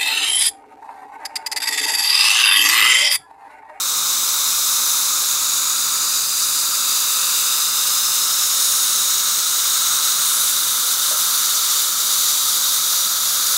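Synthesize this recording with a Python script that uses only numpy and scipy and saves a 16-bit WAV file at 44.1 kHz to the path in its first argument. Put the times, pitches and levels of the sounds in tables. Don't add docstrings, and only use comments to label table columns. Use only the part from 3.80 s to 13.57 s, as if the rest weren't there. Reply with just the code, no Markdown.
import sys
import numpy as np
from scipy import signal
from scipy.fft import rfft, irfft
from scipy.io import wavfile
from scipy.ndimage import map_coordinates

SR = 44100
rng = np.random.default_rng(int(sys.argv[2]) if len(sys.argv) > 2 else 0)


def waveform_to_disk(signal):
    frames = np.transpose(np.atleast_2d(signal))
    scaled = np.clip(frames, -1, 1) * 32767
    samples = np.round(scaled).astype(np.int16)
    wavfile.write(sys.argv[1], SR, samples)


N = 430857
TIME = np.arange(N) / SR
FREQS = np.maximum(np.arange(N // 2 + 1) * SR / N, 1)


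def from_db(db):
    return 10 ** (np.asarray(db) / 20)


def rms_one(x):
    return x / np.sqrt(np.mean(x ** 2) + 1e-20)


def in_time(rows, at=TIME):
    times, *columns = np.transpose(rows)
    return [np.interp(at, times, column) for column in columns]


def swells(rows, at=TIME):
    return sum(height * np.exp(-np.minimum((2 * (at - t) / length) ** 2, 20))
               for t, length, height in rows)


def below(edge_hz, order):
    return 1 / np.sqrt(1 + (FREQS / edge_hz) ** (2 * order))


def bell(hz, centre, width):
    return 1 / (1 + (2 * (hz - centre) / width) ** 2)


def colour(slope, resonances=()):
    hz, db = np.transpose(slope)
    broad_db = np.interp(np.log(FREQS), np.log(hz), db)
    peaks_db = sum(height * bell(FREQS, centre, width) for centre, width, height in resonances)
    return from_db(broad_db + peaks_db)


def filtered(x, gain):
    return irfft(rfft(x) * gain, N)


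def noise(gain):
    return rms_one(filtered(rng.standard_normal(N), gain))


def drift(rate_hz):
    return noise(below(rate_hz, order=2))


def machines(rumble_db):
    # f/Hz, level/dB
    rumble = [(20, -27), (40, -21.5), (60, -13), (85, -13), (105, -5.3), (180, -5), (240, -0.6),
              (420, -1.5), (520, 1.5), (680, -5.5), (1000, -8.5), (2000, -14)]
    # f/Hz, width/Hz, gain/dB
    room_modes = [(70, 12, 4), (116, 18, 6.5), (138, 16, -4), (157.7, 11.4, 10.5), (211, 15, 6.5),
                  (300, 18, -2.5), (330, 31, 4), (495, 12, 4.5)]
    # f/Hz, level/dB
    pump_tones = [(119, -67), (565.2, -58)]
    room = from_db(rumble_db) * noise(colour(rumble, room_modes) * below(2200, order=2))
    for hz, level_db in pump_tones:
        amplitude = np.sqrt(2) * from_db(level_db + 1.5 * drift(3))
        room += amplitude * np.sin(2 * np.pi * hz * TIME + .25 * drift(2))
    return room


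def tube_knocks(contact_s):
    # t/s, level/dB
    contacts = [(7.309, -25.5), (7.334, -30), (7.355, -37)]
    # f/Hz, level/dB, t60/s
    modes = [(482, -10, .12), (538, -10, .22), (585, 1, 0.086), (620, -5.5, 0.16), (720, -12, .1),
             (824, -9, .1), (980, -7, .08), (1350, -1, .1)]
    knocks = np.zeros(N)
    for t, level_db in contacts:
        age = np.maximum(TIME - t, 0)
        attack = np.tanh(age / contact_s) ** 2
        for hz, mode_db, t60 in modes:
            fade = np.exp(-np.log(1000) * np.minimum(age / t60, 10))
            knocks += from_db(level_db + mode_db) * attack * fade * np.sin(2 * np.pi * hz * age)
    return knocks


def deep_rush(centre_hz, width_hz):
    # t/s, level/dB
    deep_draw = [(0, -62), (3, -57), (4.3, -50), (6, -48.5), (8, -50), (9.77, -46.5)]
    level_db, = in_time(deep_draw)
    return from_db(level_db) * noise(bell(FREQS, centre_hz, width_hz))


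def mouth(width_hz, skirt_hz, flutter_db):
    # t/s, f/Hz
    tuning = [(0, 1220), (.9, 1232), (2.4, 1280), (4.3, 1280), (6.1, 1312), (7.6, 1298), (8.7, 1262),
              (9.77, 1330)]
    # t/s, level/dB
    air_draw = [(0, -32.5), (1.2, -32.5), (1.5, -33.9), (2.2, -32.3), (2.5, -35), (2.85, -33), (3.8, -32.2),
                (4.8, -33.3), (5.7, -33.5), (6.0, -31.5), (7.0, -32.6), (7.6, -30.9), (8.1, -33.5),
                (9.0, -33.5), (9.77, -32.3)]
    centre_hz, = in_time(tuning)
    level_db, = in_time(air_draw)
    band = below(width_hz / 2, order=1) * below(skirt_hz, order=3)
    phase = 2 * np.pi * np.cumsum(centre_hz) / SR
    hollow = noise(band) * np.cos(phase) + noise(band) * np.sin(phase)
    return from_db(level_db + flutter_db * drift(12)) * hollow


def spits():
    # t/s, length/s, level/dB
    slugs = [(2.63, .04, -21), (7.765, .045, -20.5), (7.909, .04, -24.5)]
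    # f/Hz, level/dB
    spectrum = [(3000, -24), (4800, -4), (5700, -1), (7000, -2), (8200, -5), (14000, -22)]
    flare = swells([(t, length, from_db(db)) for t, length, db in slugs])
    low_cut = 1 - below(2500, order=3) ** 2
    return flare * noise(colour(spectrum) * low_cut)


def droplets(per_s, spread_db):
    sizes = from_db(spread_db * np.minimum(rng.exponential(1, N), 4))
    signs = rng.choice([-1, 1], N)
    hits = rng.random(N) < per_s / SR
    return rms_one(sizes * signs * hits)


def airflow_db():
    # t/s, level/dB
    course = [(0, -19.2), (.5, -17.4), (1.1, -17.5), (2.1, -19), (2.85, -18.9), (3.5, -17.5), (4.0, -17.5),
              (4.5, -17.1), (5.7, -17.0), (6.0, -16.2), (6.4, -16.7), (6.8, -18.5), (7.85, -16.9),
              (8.3, -17.7), (8.9, -17.9), (9.4, -18.5), (9.77, -17.5)]
    # t/s, length/s, gain/dB
    dips = [(3.93, 0.12, -1.1), (7.17, 0.046, -1), (8.16, .07, -1.5), (9.3, .05, -1)]
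    slow_db, = in_time(course)
    flutter_db = 0.16 + 0.04 * TIME
    return slow_db + flutter_db * drift(rate_hz=8.5) + swells(dips)


def spray_lift_db(hz, times):
    # t/s, jet gain/dB, mist gain/dB
    aim = [(0, -2, -1.5), (1.3, 0, 1.2), (1.7, -.5, -1.5), (3.1, -0.3, 1.3), (4.2, -.6, 0.5),
           (5.4, -3, -2.8), (6.3, -2.8, -1.8), (6.9, 2.2, 1), (7.9, -.8, 0), (8.5, 1.2, .9), (9.3, 1, 2.7),
           (9.77, 1.6, 1.7)]
    # t/s, length/s, gain/dB
    strikes = [(1.1, .5, 1.8), (2.68, .26, 4), (4.95, 0.56, 4.5), (6.57, 0.28, 5.5), (7.45, .3, 2.5)]
    jet_db, mist_db = in_time(aim, times)
    jet_db += swells(strikes, times)
    return jet_db * bell(hz, centre=10350, width=2700) + mist_db * bell(hz, centre=13500, width=2200)


def gap_lift_db(hz, times):
    # t/s, f/Hz, gain/dB
    cheek_gap = [(0.0, 2550.0, 1.5), (1.5, 2500.0, 2.8), (2.5, 2544, 5), (3.7, 2710.0, 7.2), (5.0, 2870, 2),
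                 (6.5, 3000.0, 3), (8.0, 3050.0, 4), (9.7, 3410.0, 3)]
    # t/s, f/Hz, gain/dB
    suction_ring = [(0, 3800, 11), (.5, 3750, 9), (1.6, 3850, 9.5), (2.35, 3830, 5.8), (3, 3803, 7.5),
                    (3.9, 3700, 8), (4.7, 3780, 10), (5.6, 3790, 9.5), (7, 3730, 10), (8, 3770, 8),
                    (8.7, 3760, 9.5), (9.77, 3756, 9)]
    # t/s, f/Hz, gain/dB
    tongue_gap = [(0, 5260, 1.1), (1.8, 4730, 2.5), (2.4, 4730, 8.7), (3.5, 4670, 4.7), (4.3, 5170, 5.1),
                  (5.2, 5170, 1.6), (6.5, 4630, 1), (8, 4500, 4.5), (9.7, 4690, 5)]
    # t/s, f/Hz, gain/dB
    tip_ring = [(0.0, 6850.0, 4.3), (0.7, 6760.0, 3.0), (1.8, 6860, 9.1), (2.6, 6880.0, 5.9),
                (4.0, 6800.0, 2.0), (4.7, 6810.0, 6.3), (6.3, 6730, 4.2), (6.8, 6760.0, 1.2),
                (8.0, 6900.0, 3.8), (9.7, 6800.0, 3.8)]
    # t/s, f/Hz, gain/dB
    tooth_gap = [(0, 8100, 3.5), (1.2, 7800, 2), (2.2, 8100, 2.5), (3.2, 7950, 3), (4.5, 7850, 1.5),
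                 (5.5, 8050, 2.5), (6.4, 8200, 3.5), (7.6, 8150, 1), (8.6, 8100, 3.5), (9.77, 8100, -1.5)]
    # t/s, f/Hz, gain/dB
    tip_dip = [(0.0, 9000.0, -2.0), (1.2, 8850.0, -7), (2.1, 8760.0, -2), (3.5, 8800, -2), (5.0, 8760, 1),
               (6.2, 8700.0, 1.2), (6.7, 8710.0, -6), (8.0, 8600, -4.9), (9.7, 8700.0, -5.4)]
    # t/s, f/Hz, gain/dB
    mirror_low = [(0, 5600, 1), (1.1, 5650, 3.5), (2.0, 5750, -2), (3.9, 5750, -3), (4.5, 5550, 2),
                  (6.6, 5550, -1), (9.77, 5850, 2.5)]
    # t/s, f/Hz, gain/dB
    mirror_high = [(0, 7450, 1.5), (4.3, 7550, 1.8), (4.9, 7450, -3), (6.4, 7480, -2), (7.2, 7600, -0.5),
                   (9.77, 7850, -1)]
    # t/s, f/Hz, gain/dB
    nozzle_ring = [(0, 13570, 3.7), (2, 13640, 2.1), (3.2, 14110, 2.6), (4.2, 13930, 4.3),
                   (5.6, 14120, 8.2), (6.8, 14050, 5.6), (8.5, 13840, 5.8), (9.7, 13820, 2.9)]
    lift_db = 0
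    for track, width_hz in [(cheek_gap, 450), (suction_ring, 670), (tongue_gap, 660),
                            (tip_ring, 280), (tooth_gap, 500), (tip_dip, 400),
                            (mirror_low, 300), (mirror_high, 280), (nozzle_ring, 750)]:
        centre_hz, height_db = in_time(track, times)
        lift_db += height_db * bell(hz, centre_hz, width_hz)
    return lift_db


def hiss(drops_db, sputter_db):
    # f/Hz, level/dB
    turbulence = [(700, -25.5), (1400, -16.5), (2100, -9.5), (3200, -10), (3600, -1.7), (6500, 3),
                  (9000, 0.65), (12000, -0.76), (15700, -6.6)]
    # f/Hz, width/Hz, gain/dB
    tube_modes = [(3270, 290, -0.8), (4470, 490, -3.5), (5520, 220, -2.5), (6170, 460, 3.5),
                  (6640, 130, -0.8), (9070, 340, 2.5), (11700, 780, -2.4), (12160, 340, 3),
                  (15520, 540, 5.8)]
    wet_air = rng.standard_normal(N) + from_db(drops_db) * droplets(per_s=1200, spread_db=3.0)
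    in_tube = filtered(wet_air, colour(turbulence, tube_modes))
    hz, times, frames = signal.stft(in_tube, SR, nperseg=1024)
    lift_db = spray_lift_db(hz[:, None], times) + gap_lift_db(hz[:, None], times)
    _, in_gaps = signal.istft(frames * from_db(lift_db), SR)
    return in_gaps[:N] * from_db(airflow_db() + sputter_db * drift(30))


def past_hand(rush, strength, sway_ms):
    # t/s, delay/ms
    hand_delay = [(0, 1.05), (1.0, 1.08), (1.5, 1), (2.4, .895), (3.0, .93), (3.6, .922), (4.7, .832),
                  (6.0, .815), (6.6, .787), (8.4, .765), (9.77, .81)]
    # delay/ms, signed gain
    near_echoes = [(1.0, 0.0095), (1.1, -0.012), (1.32, 0.035), (1.47, 0.016), (1.83, -0.04), (2.0, -0.023)]

    def delayed(ms):
        return map_coordinates(rush, [np.arange(N) - ms * SR / 1000], order=3, mode="wrap")

    hand_ms, = in_time(hand_delay)
    echoes = sum(gain * delayed(ms + sway_ms * drift(.6)) for ms, gain in near_echoes)
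    return rush - strength * delayed(hand_ms) + echoes


def scene():
    rush = from_db(-0.32) * hiss(drops_db=-12, sputter_db=0.34) + spits()
    hollow = from_db(.5) * mouth(width_hz=250, skirt_hz=426, flutter_db=0.32)
    hollow += deep_rush(centre_hz=660, width_hz=490)
    bass_loss = 1 - below(486, order=2) ** 2
    air = filtered(past_hand(rush, strength=0.12, sway_ms=.014) + hollow, bass_loss)
    mono = air + machines(rumble_db=-47.5) + tube_knocks(contact_s=.003)
    return np.array([mono, mono])


def record(dry):
    return filtered(dry, below(edge_hz=15750, order=400))


dry = scene()
out = record(dry)
waveform_to_disk(out)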